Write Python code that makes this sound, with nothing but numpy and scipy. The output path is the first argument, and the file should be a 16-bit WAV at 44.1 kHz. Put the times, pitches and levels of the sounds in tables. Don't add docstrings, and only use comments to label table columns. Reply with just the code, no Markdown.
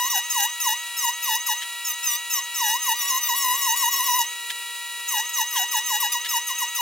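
import sys
import numpy as np
from scipy import signal
from scipy.fft import rfft, irfft, next_fast_len
from scipy.io import wavfile

SR = 44100
rng = np.random.default_rng(int(sys.argv[2]) if len(sys.argv) > 2 else 0)


def transcribe(u):
    v = np.clip(np.atleast_2d(u).T, -1, 1)
    q = np.round(v * 32767).astype(np.int16)
    wavfile.write(sys.argv[1], SR, q)


N = 300321

FREE_HZ, CHOP_HZ = 1358, 960.25


def amp(db):
    return np.exp(np.asarray(db) * (np.log(10) / 20))


def unit(x):
    return x / np.sqrt(np.mean(x ** 2) + 1e-20)


def along(points, hz):
    f, v = np.transpose(points)
    return np.interp(np.log(hz + 1), np.log(f), v)


def curve(rows):
    return np.interp(np.arange(N) / SR, *np.transpose(rows))


def wobble(rate):
    knots = rng.standard_normal(int(N * rate / SR) + 4)
    fine = signal.resample_poly(knots, 8, 1)
    fine_at = np.linspace(0, len(knots), len(fine), endpoint=False)
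    return np.interp(np.arange(N) * (rate / SR), fine_at, fine)


def filtered(x, response):
    size = next_fast_len(N + SR // 4)
    return irfft(rfft(x, size) * response(np.fft.rfftfreq(size, 1 / SR)), size)[..., :N]


def panned(db):
    return amp(np.array([[.5], [-.5]]) * db)


def noise(spectrum):
    # hz, correlation
    likeness = [(60, .1), (200, 0.27), (450, 0.91), (1400, 0.94), (2400, 1), (4000, 0.78), (4900, 1),
                (8000, 0.11), (15000, 0.43)]

    def colour(hz):
        angle = np.arccos(np.clip(along(likeness, hz), -1, 1)) / 2
        return amp(along(spectrum, hz)) * [np.cos(angle), np.sin(angle)]

    mid, side = filtered(rng.standard_normal((2, N)), colour)
    return unit(np.array([mid + side, mid - side]))


def strokes():
    # touch_s, time_to_full_pressure_s, length_s, drag_hz (before the motor's lag),
    # grinding_level_db (relative), first_touch_accent_db
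    presses = [(-0.081, 0.048, 0.182, 388, -0.7, 0), (0.094, 0.051, 0.11, 745, 0.0, 2),
               (0.295, 0.085, 0.18, 649, -0.5, 2.5), (0.597, 0.074, 0.15, 593, 0.7, 3.3),
               (0.963, 0.084, 0.15, 500.3, -0.17, 2), (1.219, 0.071, 0.16, 577, -0.2, 2.2),
               (1.46, 0.03, 0.083, 689, -0.3, 4.5), (1.843, 0.063, 0.092, 199.4, -0.2, -0.5),
               (2.025, 0.064, 0.15, 227, 1.8, -0.5), (2.297, 0.079, 0.11, 372, 1, 3),
               (2.541, 0.08, 0.24, 569, 0, 1.5), (2.816, 0.074, 0.13, 571, 2, -2),
               (2.952, 0.066, 0.13, 275.6, -0.0, -6.5), (3.061, 0.046, 0.14, 378, 0.6, 0.5),
               (3.204, 0.013, 0.096, 147, 1.3, -8.5), (3.264, 0.028, 0.092, 497, -0.7, 0.5),
               (3.337, 0.047, 0.122, 237.3, 1.63, -3), (3.406, 0.06, 0.165, 400, 1.2, 1),
               (3.537, 0.078, 0.16, 297, 0.66, -0.5), (3.655, 0.028, 0.104, 481.5, 0.67, 0.2),
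               (3.756, 0.023, 0.116, 256.8, -0.2, 5), (3.813, 0.027, 0.095, 384.3, -0.8, 5.5),
               (3.904, 0.029, 0.062, 349.7, 1.5, -1), (3.955, 0.033, 0.082, 418, 1, 1),
               (4.023, 0.053, 0.176, 420, 0.5, -0.5), (4.159, 0.047, 0.08, 519.6, 1.7, -1.5),
               (5.073, 0.073, 0.15, 633, -1.5, 1.5), (5.289, 0.007, 0.018, 30, 4, -0.5),
               (5.329, 0.073, 0.11, 626, 0.5, -1.0), (5.501, 0.086, 0.15, 735, -1.0, -7),
               (5.709, 0.035, 0.1, 641, -0.5, 2.5), (5.856, 0.064, 0.13, 627, -0.4, -2),
               (5.999, 0.032, 0.085, 668, -2, 6), (6.117, 0.03, 0.069, 543, -4, 11.5),
               (6.285, 0.057, 0.11, 576.6, 0.2, 3), (6.465, 0.037, 0.067, 491, -3, 2.5),
               (6.579, 0.041, 0.073, 581.3, -1, 3.8), (6.744, 0.045, 0.096, 560, -3, 6)]
    press_power, ease_power = 1.096, 3.08
    catch_s, let_go_s = 0.0081, 0.02099
    accent_s = 0.025
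    t = np.arange(N) / SR
    drag, contact = np.zeros(N), np.zeros(N)
    for touch, rise, length, drag_hz, db, accent_db in presses:
        on = (t > touch) & (t < touch + length)
        age = t[on] - touch
        press = np.clip(age / rise, 0, 1) ** press_power
        ease = np.clip((age - rise) / (length - rise), 0, 1) ** ease_power
        drag[on] += drag_hz * press * (1 - ease)
        grip = np.clip(np.minimum(age / catch_s, (length - age) / let_go_s), 0, 1)
        level = amp(db + accent_db * np.exp(-(age / accent_s) ** 2))
        contact[on] = np.maximum(contact[on], level * grip)
    return drag, contact


def lagged(x, lag_s):
    keep = np.exp(-1 / (lag_s * SR))
    return x[0] + signal.lfilter([1 - keep], [1, -keep], x - x[0])


def speed(drag):
    quick_lag_s, slow_lag_s, slow_share = .0112, .044, .546
    quick_sag = (1 - slow_share) * lagged(drag, quick_lag_s)
    slow_sag = slow_share * lagged(drag, slow_lag_s)
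    return FREE_HZ - quick_sag - slow_sag


def cutting(pitch, turn, load, drift_db, shimmer_db, jitter, load_jitter, blur, spread):
    # hz, level_db (relative)
    radiation = [(600, -10), (820, -6), (980, 2.5), (1060, -3), (1170, -22.5), (1400, -23.5), (1650, -12),
                 (2000, -10), (2280, -27.5), (2800, -9.5), (3120, -26), (3550, -11), (4350, -21)] + [(4900, -15), (5350, -10.5), (6000, -6.5), (6500, -4), (7200, -15),
                                (8200, -14.5), (9000, -19), (10100, -10.5), (11000, -17), (13000, -7.5),
                                (14200, -16), (15300, -9.5), (16500, -23)]
    slip = (jitter + load_jitter * load ** 4) * (wobble(170) + .4 * wobble(600))
    out = np.zeros((2, N))
    for k in range(1, 20):
        hz = k * pitch
        high = np.minimum(hz / 6000, 1)
        reshuffle_db = drift_db * np.tanh(2 * wobble(32)) + shimmer_db * wobble(150)
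        level_db = along(radiation, hz) + high * reshuffle_db
        phase = k * (turn + slip) + high * blur * wobble(200) + rng.uniform(0, 2 * np.pi)
        apart = spread * hz / 10000 * wobble(14)
        wave = np.sqrt(2) * np.sin([phase + apart, phase - apart])
        out += amp(level_db) * (hz < SR / 2) * wave
    return out


def rasp(turn, load, db, load_db, pulsing, grain_db):
    # hz, density_db_per_hz (relative)
    fibre_colour = [(30, -11.5), (250, -11.5), (600, -13), (950, -17), (1350, -25), (1750, -9), (2250, -32),
                    (2750, 15), (3150, -9), (3600, 8.5), (4400, -25), (6200, 15), (7500, -5), (10500, -0.5),
                    (13000, 11.5), (16000, -8)]
    puffs = (1 + pulsing * np.cos(turn)) * amp(grain_db * wobble(450))
    return amp(db + load_db * load ** 2) * unit(puffs * noise(fibre_colour))


def bench(x):
    # hz, gain_db (added to level_db)
    scatter = [(1000, -7), (4000, 2.5)]
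    level_db, t60_s = -11.5, 0.11
    t = np.arange(SR // 5) / SR
    tail = rng.standard_normal((2, len(t))) * np.exp(-np.log(1000) * t / t60_s)
    tail /= np.linalg.norm(tail, axis=1, keepdims=True)
    echoes = signal.fftconvolve(x, tail, axes=1)[:, :N]
    return filtered(echoes, lambda hz: amp(level_db + along(scatter, hz)))


def motor_tones(tones, pitch, turn, chop, blur, flutter_db):
    # centre_hz, width_hz, peak_db
    resonances = [(6308, 296, 22), (10810, 140, 6.5), (15600, 250, 21)]
    out = np.zeros(N)
    for k, m, db in tones:
        k, m = round(k), round(m)
        tone_hz = k * pitch + m * CHOP_HZ
        flare_db = sum(peak_db / (1 + ((tone_hz - hz) / width_hz) ** 2)
                       for hz, width_hz, peak_db in resonances)
        phase = k * turn + m * chop + blur * wobble(110) + rng.uniform(0, 2 * np.pi)
        out += amp(db + flare_db + flutter_db * wobble(70)) * np.sqrt(2) * np.sin(phase)
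    return out


def motor(pitch, turn, chop):
    # multiple_of_motor_pitch, plus_multiple_of_chopping_rate, level_db (off resonance)
    shaft_tones = [(1, 0, -49.5), (2, 0, -59), (3, 0, -49.5), (5, 0, -59), (1, 1, -50), (1, 2, -50),
                   (1, 3, -56.5), (2, 1, -79)]
    brush_tones = [(5, 0, -59), (6, 0, -54.5), (7, 0, -53), (8, 0, -51.5), (8, 1, -54.5), (8, -2, -57.5),
                   (12, 0, -76)]
    shaft = motor_tones(shaft_tones, pitch, turn, chop, blur=0.091, flutter_db=1.97)
    return shaft + motor_tones(brush_tones, pitch, turn, chop, blur=0.8, flutter_db=1.5)


def chopper(chop, load, flutter_db):
    # multiple_of_chopping_rate, free_running_db, gain_at_full_load_db
    whine = [(1, -47, 9), (2, -39, 6.5), (2.5, -62, -17), (3, -41.5, 11.5), (4, -42, 8), (5, -52, 1.5),
             (6, -58.5, 1)]
    out = np.zeros(N)
    for k, db, gain_db in whine:
        phase = round(2 * k) / 2 * chop + rng.uniform(0, 2 * np.pi)
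        out += amp(db + gain_db * load + flutter_db * wobble(60)) * np.sqrt(2) * np.sin(phase)
    return out


def rattles(grain_db):
    # centre_s, level_db, half_length_s
    bursts = [(1.628, -31.5, 0.015), (4.075, -36, 0.0073), (4.508, -27, 0.011), (5.57, -28, 0.013),
              (6.258, -28.5, 0.012)]
    # hz, density_db_per_hz (relative)
    clatter = [(300, -38), (1300, -28), (1750, -4), (2300, -10.5), (3200, 0), (3700, -3), (4400, -13),
               (6000, -15), (16000, -22)]
    t = np.arange(N) / SR
    swell = sum(amp(db) * np.exp(-((t - s) / length) ** 4) for s, db, length in bursts)
    return swell * unit(amp(grain_db * np.tanh(wobble(410))) * noise(clatter))


def air(load, db, load_db, flutter_db):
    # hz, density_db_per_hz (relative)
    vent_colour = [(30, -28), (300, -27), (700, -17), (1100, -11), (1550, -13), (2250, -10), (2700, 4.5),
                   (3100, -12), (3700, -1.5), (4600, -11.5), (7500, -2), (10000, -10), (12500, -7),
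                   (14400, -15.5), (15400, -5), (15900, -10.5)]
    return amp(db + load_db * load + flutter_db * wobble(90)) * noise(vent_colour)


def ports(hz):
    # hz, left_minus_right_db, left_lead_rad
    lean = [(950, -.3, .38), (1350, 1.5, .1), (1900, -.7, .15), (2500, .2, .05), (2880, 2.5, .62),
            (3300, .6, .2), (3850, 1, .9), (4400, -1.5, .3), (4800, .4, .3), (5400, 3.5, .1),
            (6100, -3.5, .6), (6900, -.5, 1.2), (8200, 1, .6), (9100, 5, -.3), (10100, 0, .5),
            (13500, 6, 1), (15500, 6, 1.5)]
    f, db, lead = np.transpose(lean)
    turned = np.exp(np.array([[.5j], [-.5j]]) * along(np.c_[f, lead], hz))
    return panned(along(np.c_[f, db], hz)) * turned


def hum(waver, waver_db):
    # time_s, level_db
    hum_level = [(0, -83), (2.2, -81), (2.8, -69.5), (4.3, -64.5), (5.2, -67), (5.9, -61), (6.8, -69.5)]
    # hz, density_db_per_hz (relative)
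    hum_colour = [(200, -32.5), (350, -10.5), (400, -5), (440, -8), (480, -1.5), (550, -28), (900, -49)]
    # pitch_hz, level_db, loudest_at_s, half_length_s
    thin_tones = [(397, -70.5, 3.5, 1.28), (482, -75.5, 3.5, 2.8), (705, -68.5, 1.3, 1.09)]
    t = np.arange(N) / SR
    out = amp(curve(hum_level) + waver_db * wobble(5.4)) * noise(hum_colour)
    for hz, db, s, length in thin_tones:
        phase = 2 * np.pi * np.cumsum(hz * (1 + waver * wobble(3))) / SR
        swell = amp(db + waver_db * wobble(3.09)) * np.exp(-((t - s) / length) ** 4)
        out = out + swell * np.sqrt(2) * np.sin(phase)
    return out


def scene():
    full_load_sag_hz = 494
    drag, contact = strokes()
    pitch = speed(drag)
    load = np.clip((FREE_HZ - pitch) / full_load_sag_hz, 0, 1.1)
    tug = .007 * load * contact
    pitch = pitch * (1 + (.0004 + tug) * wobble(100) + tug * wobble(28))
    turn = 2 * np.pi * np.cumsum(pitch) / SR
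    chop = 2 * np.pi * CHOP_HZ * np.arange(N) / SR

    cut = cutting(pitch, turn, load, drift_db=4.6, shimmer_db=2.3,
                  jitter=.018, load_jitter=.035, blur=.6, spread=.5)
    fibres = rasp(turn, load, db=-40, load_db=7.0, pulsing=0.61, grain_db=4.5)
    chatter = amp(1.8 * np.tanh(wobble(160)))
    grind = contact * chatter * (amp(-28.5) * cut + fibres)

    tool = grind + bench(grind) + motor(pitch, turn, chop)
    tool = tool + chopper(chop, load, flutter_db=0.71) + rattles(grain_db=5)
    tool = tool + air(load, db=-37.0, load_db=3, flutter_db=0.87)
    return filtered(tool, ports) + hum(waver=.011, waver_db=1)


def record(dry):
    top_hz = 15900
    return filtered(dry, lambda hz: hz < top_hz)


dry = scene()
out = record(dry)
transcribe(out)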